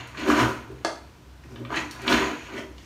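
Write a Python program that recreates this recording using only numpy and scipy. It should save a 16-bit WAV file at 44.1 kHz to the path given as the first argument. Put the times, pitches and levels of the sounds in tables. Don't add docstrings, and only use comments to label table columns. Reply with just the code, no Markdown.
import sys
import numpy as np
from scipy import signal
from scipy.fft import rfft, irfft
from scipy.io import wavfile

SR = 44100
rng = np.random.default_rng(int(sys.argv[2]) if len(sys.argv) > 2 else 0)


def volts_from_decibels(level):
    exponent = np.asarray(level, float) / 20
    return 10 ** exponent


def generate_wav(signal):
    frames = np.transpose(np.atleast_2d(signal))
    scaled = np.clip(frames, -1, 1) * 32767
    pcm = np.round(scaled).astype(np.int16)
    wavfile.write(sys.argv[1], SR, pcm)


N = 125685


def rms_one(x):
    return x / np.sqrt(np.mean(x ** 2) + 1e-20)


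def in_time(rows):
    s, *columns = np.transpose(rows)
    return [np.interp(np.arange(N) / SR, s, c) for c in columns]


def at_hz(points, hz):
    table_hz, values = np.array(points).T
    return np.interp(np.log(hz), np.log(table_hz), values)


def fft_hz(n):
    return np.maximum(np.arange(n // 2 + 1) * SR / n, 1)


def colour(x, spectrum):
    return rms_one(irfft(rfft(x) * volts_from_decibels(at_hz(spectrum, fft_hz(len(x)))), len(x)))


def resonate(x, hz, width_hz):
    r = np.exp(-np.pi * width_hz / SR)
    return signal.lfilter([(1 - r * r) / 2, 0, (r * r - 1) / 2],
                          [1, -2 * r * np.cos(2 * np.pi * hz / SR), r * r], x)


def ring_modes(source, level_db, modes):
    def through(x):
        return sum((-1) ** k * volts_from_decibels(gain_db) * resonate(x, hz, width_hz)
                   for k, (hz, width_hz, gain_db) in enumerate(modes))
    return through(source * volts_from_decibels(level_db)) / np.std(through(source))


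def churn_db():
    rms_db, corner_hz, settle = 2.5, 48.5, 4000
    r = np.exp(-2 * np.pi * corner_hz / SR)
    slow = signal.lfilter([1], [1, -2 * r, r * r], rng.standard_normal(N + settle))[settle:]
    return rms_db * rms_one(slow)


def grains(rate_per_s, spread_db, hiss):
    sizes = volts_from_decibels(spread_db * np.minimum(rng.exponential(1, N), 4)) * rng.choice([-1, 1], N)
    clicks = rms_one(sizes * (rng.random(N) < rate_per_s / SR))
    return rms_one((clicks + hiss * rng.standard_normal(N)) * volts_from_decibels(churn_db()))


# t/s, gurgle reference level/dB, rush level/dB, splash level/dB, spray level/dB
SURGES = [(0.0, -41.0, -35.5, -40, -58), (0.05, -53, -52.5, -52.5, -74), (0.14, -52, -52.5, -52, -67),
          (0.2, -33, -36.0, -35, -44.5), (0.25, -26.5, -38, -38.5, -60), (0.3, -18.5, -21.5, -30.0, -37.5),
          (0.34, -23, -27, -31.0, -45), (0.41, -17.5, -25.0, -24.5, -34), (0.47, -27, -29.5, -40.5, -56),
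          (0.55, -38.5, -63, -46.0, -58.0), (0.65, -49.5, -49, -61.5, -76), (0.71, -44, -58, -59.5, -70),
          (0.8, -53.5, -62, -56.5, -72), (1.4, -62, -67.5, -80, -74), (1.52, -41.5, -56.5, -62.0, -60),
          (1.61, -44, -58.0, -62, -72.0), (1.68, -42.5, -57, -65, -69), (1.72, -31, -32.5, -40, -54),
          (1.775, -41.5, -28.5, -27.5, -42), (1.82, -37, -48, -56, -50), (1.87, -49, -51.5, -51.5, -81),
          (1.97, -50, -47.5, -48.5, -60), (2.05, -32.0, -40, -38.0, -55), (2.11, -20, -21.5, -26.5, -30.5),
          (2.17, -27.0, -26.0, -25.5, -41.5), (2.23, -24, -30.0, -34, -47.0), (2.3, -36, -37, -37.5, -54),
          (2.38, -46.5, -60, -46, -57), (2.47, -53.5, -51.5, -46.5, -55), (2.53, -32.5, -42.5, -44.5, -65),
          (2.585, -33, -39, -36.5, -45.5), (2.64, -45, -66, -69, -77), (2.72, -53, -64, -63, -70),
          (2.85, -48.5, -61, -53, -59)]


def surge():
    gurgle_db, rush_db, splash_db, spray_db = in_time(SURGES)
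    glugs = grains(150, 3.57, 0.56)
    water = gurgle(glugs, gurgle_db) + rush(rush_db) + splash(splash_db) + spray(spray_db)
    return pipe_ringing(glugs, gurgle_db), water


# f/Hz, width/Hz, relative level/dB
PIPE_MODES = [(235.3, 11, -2.5), (296.5, 11.2, 1.5), (385, 9.3, -3), (471.6, 5.6, -6), (534.5, 33, -19)]


def pipe_ringing(glugs, level_db):
    return volts_from_decibels(-1.5) * ring_modes(glugs, level_db, PIPE_MODES)


# f/Hz, relative density level/dB per Hz
GURGLE_SPECTRUM = [(150, -25), (210, -2), (320, -2.5), (450, -12), (620, -11.5), (900, -36.5)]


def gurgle(glugs, level_db):
    return volts_from_decibels(level_db - 7) * colour(glugs, GURGLE_SPECTRUM)


# f/Hz, width/Hz, relative level/dB
THROAT_MODES = [(667, 117, -2.5), (974, 66, 7), (1180, 208, -1.5), (1441, 143, 3.5)]


def rush(level_db):
    return ring_modes(grains(600, 4.4, 0.33), level_db, THROAT_MODES)


# f/Hz, relative density level/dB per Hz
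SPLASH_SPECTRUM = [(940, -9), (1600, -6.5), (1820, -1.5), (2390, -2), (2810, -4), (3630, -12.5),
                   (4420, -11), (5200, -31.5), (6760, -10), (11400, -120)]


def splash(level_db):
    return volts_from_decibels(level_db) * colour(grains(2300, 1.68, 0.32), SPLASH_SPECTRUM)


# f/Hz, relative density level/dB per Hz
SPRAY_SPECTRUM = [(3500, -26), (4900, -0.5), (5900, 2), (6700, -4.5), (8200, -7), (10000, -9.5),
                  (12000, -11), (14000, -12), (15700, -13.5)]


def spray(level_db):
    return volts_from_decibels(level_db) * colour(grains(9000, 4.2, 1.1), SPRAY_SPECTRUM)


# t/s, start f/Hz, energy level/dB, t60/s
BIG_BUBBLES = [(.70, 382, -12.5, 0.027), (.715, 490, -18, 0.14), (0.772, 395, -38, 0.042),
               (1.545, 348, -21, 0.067), (1.605, 355, -11, 0.034), (1.615, 537, -20, 0.11),
               (1.765, 313, -4, 0.061), (1.805, 305, -13, 0.14), (2.575, 385, -7.5, 0.098),
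               (2.58, 607, -11.5, 0.032), (2.635, 332, -20.5, 0.04)]


def bubbles():
    rise_per_s, attack_s = 0.59, 0.0046
    out, t = np.zeros(N + SR), np.arange(SR // 8) / SR
    for s, hz, db, t60_s in BIG_BUBBLES:
        tone = np.sin(2 * np.pi * hz * (t + rise_per_s * t * t / 2))
        ring = tone * volts_from_decibels(-60 * t / t60_s) * np.minimum(t / attack_s, 1)
        i = int(s * SR)
        out[i:i + len(t)] += volts_from_decibels(db) * ring / np.sqrt(np.sum(ring ** 2))
    return out[:N]


# t/s, energy level/dB, low f/Hz, high f/Hz, rod ring level re puff/dB
ROD_KNOCKS = [(0.073, -22.5, 4080, 15000, -22), (.147, -13, 940, 2500, -27), (0.17, -26, 1540, 6950, -11),
              (0.191, -22, 1200, 9700, -20), (0.3, 7, 1070, 1700, 3), (.8478, 7.5, 254, 9300, 4),
              (1.437, -23.5, 1410, 2600, -16), (1.559, -16.5, 970, 4000, -4),
              (1.650, -12.5, 1090, 3860, -5), (1.704, -5, 257, 3000, 17), (1.742, -2, 1700, 2860, -4),
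              (1.759, -13.5, 3600, 10900, -9), (1.911, -10, 3500, 15500, 2),
              (2.018, -18.5, 4480, 15000, -22.5), (2.0788, 6, 1950, 4300, -4), (2.125, 6.5, 900, 4600, -7),
              (2.185, -1, 920, 3500, -19), (2.579, -8, 1820, 3140, -9), (2.781, -20.5, 1810, 7100, 3)]
# f/Hz, relative level/dB, t60/s
ROD_MODES = [(330, 2, 0.024), (435, -2.5, 0.041), (680, 2.5, 0.015), (924, -3, 0.042), (1206, 6.5, 0.017),
             (1700, -5.5, 0.016), (2104, -11, 0.045), (3000, -6, 0.017), (3500, -18, .02),
             (4145, -13, 0.041), (4590, -3, 0.014), (5240, -9, 0.024), (7340, -23, 0.012)]


def knocks():
    crack_t60_s, crack_corner_hz, mode_spread_db = 0.036, 2500, 1.5
    out, t = np.zeros(N + SR), np.arange(SR // 10) / SR
    dull = np.exp(-2 * np.pi * crack_corner_hz / SR)
    for s, db, low_hz, high_hz, ring_db in ROD_KNOCKS:
        noise = rng.standard_normal(len(t)) * volts_from_decibels(-60 * t / crack_t60_s)
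        puff = signal.lfilter([1], [1, -dull], 0.38 * (t == 0) + 0.12 * noise)
        ring = 0
        for k, (hz, mode_db, t60_s) in enumerate(ROD_MODES):
            decay_db = mode_db + rng.normal(0, mode_spread_db) - 60 * t / t60_s
            ring = ring + (-1) ** k * volts_from_decibels(decay_db) * np.sin(2 * np.pi * hz * t)
        band = signal.butter(3, [low_hz, high_hz], "band", fs=SR, output="sos")
        hit = signal.sosfilt(band, rms_one(puff) + volts_from_decibels(ring_db) * rms_one(ring))
        i = int(s * SR)
        out[i:i + len(t)] += volts_from_decibels(db) * hit / np.sqrt(np.sum(hit ** 2))
    return out[:N]


# f/Hz, t60/s
TILE_T60 = [(150, 0.44), (400, 0.43), (1000, 0.44), (2800, 0.4), (7000, 0.39), (15000, 0.46)]


def bathroom(x):
    wet_db, dry_db, first_echo_s = -2, -2.5, 0.0014
    t = np.arange(int(.7 * SR)) / SR
    white, octave = rfft(rng.standard_normal(len(t))), np.log2(fft_hz(len(t)))
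    echoes = 0
    for centre in range(7, 15):
        t60_s = at_hz(TILE_T60, 2 ** centre)
        band = irfft(white * np.clip(1 - abs(octave - centre), 0, 1), len(t))
        echoes = echoes + band * volts_from_decibels(-60 * t / t60_s) / np.sqrt(t60_s)
    echoes = echoes * (t > first_echo_s)
    echoes = echoes / np.sqrt(np.sum(echoes ** 2))
    return volts_from_decibels(dry_db) * x + volts_from_decibels(wet_db) * signal.fftconvolve(x, echoes)[:N]


# t/s, f/Hz, reference level/dB
HUM_CURVE = [(1.46, 125.9, -57), (1.48, 120.6, -39), (1.488, 129, -73), (1.524, 120.4, -40),
             (1.566, 117.7, -47), (1.622, 119.4, -36), (1.72, 128, -42.5), (1.8, 125, -56)]
PARTIALS_DB = [-2, -8, -19, -39]


def hum():
    hz, db = in_time(HUM_CURVE)
    t, fade_s = np.arange(N) / SR, 0.036
    gate = np.clip(np.minimum(t - HUM_CURVE[0][0], HUM_CURVE[-1][0] - t) / fade_s, 0, 1)
    phase = 2 * np.pi * np.cumsum(hz) / SR
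    tone = sum(volts_from_decibels(g) * np.sin((k + 1) * phase) for k, g in enumerate(PARTIALS_DB))
    return np.sqrt(2) * gate * volts_from_decibels(db) * tone


# t/s, lowest mode level/dB, second mode level/dB
BOOM_CURVE = [
    [(0.0, -57, -48), (0.346, -43.5, -58), (0.432, -36, -31), (0.496, -39, -39.5), (1.016, -56.5, -59.5),
     (1.248, -52.5, -66), (1.276, -48.5, -74), (1.376, -52.5, -78), (1.45, -48, -58.5)],
    [(1.8, -49, -52), (2.042, -50, -45.5), (2.18, -37, -48), (2.364, -59, -47), (2.424, -45, -68),
     (2.6, -61, -46), (2.626, -51, -78), (2.814, -49, -68), (2.85, -63, -63)],
]
MODE_HZ = [64.5, 121.15]
MODE_WIDTH_HZ = [10.2, 11.3]


def boom():
    levels_db = in_time(BOOM_CURVE[0] + [(1.68, -56, -49)] + BOOM_CURVE[1])
    out = 0
    for db, hz, width_hz in zip(levels_db, MODE_HZ, MODE_WIDTH_HZ):
        once = resonate(rng.standard_normal(N + SR), hz, width_hz)
        out = out + volts_from_decibels(db) * rms_one(resonate(once, hz, width_hz)[SR:])
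    return out


# f/Hz, relative density level/dB per Hz
ROOM_TONE = [(53, -17), (90, -5), (119, -5), (183, -12.5), (265, -17), (408, -21), (970, -22.5),
             (2500, -28.5), (5000, -32), (6000, -32.5), (7500, -35.5), (11000, -38), (15700, -36)]


def room_tone():
    return volts_from_decibels(-51.5) * colour(rng.standard_normal(N), ROOM_TONE)


def scene():
    pipe, water = surge()
    in_room = bathroom(water + bubbles() + knocks())
    return (pipe + in_room + hum() + boom() + room_tone())[None]


def low_pass(x):
    return signal.sosfilt(signal.butter(12, 15810, fs=SR, output="sos"), x)


# f/Hz, level/dB
MIC_RESPONSE = [(20, -12), (45, 0), (4500, -0.5), (5050, -2.5), (5600, -1.5), (9800, -4.5), (10500, -9),
                (11200, -5), (15600, -9), (15900, -70)]


def record(dry):
    mix = irfft(rfft(dry) * volts_from_decibels(at_hz(MIC_RESPONSE, fft_hz(N))), N)
    return low_pass(mix)


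dry = scene()
out = record(dry)
generate_wav(out)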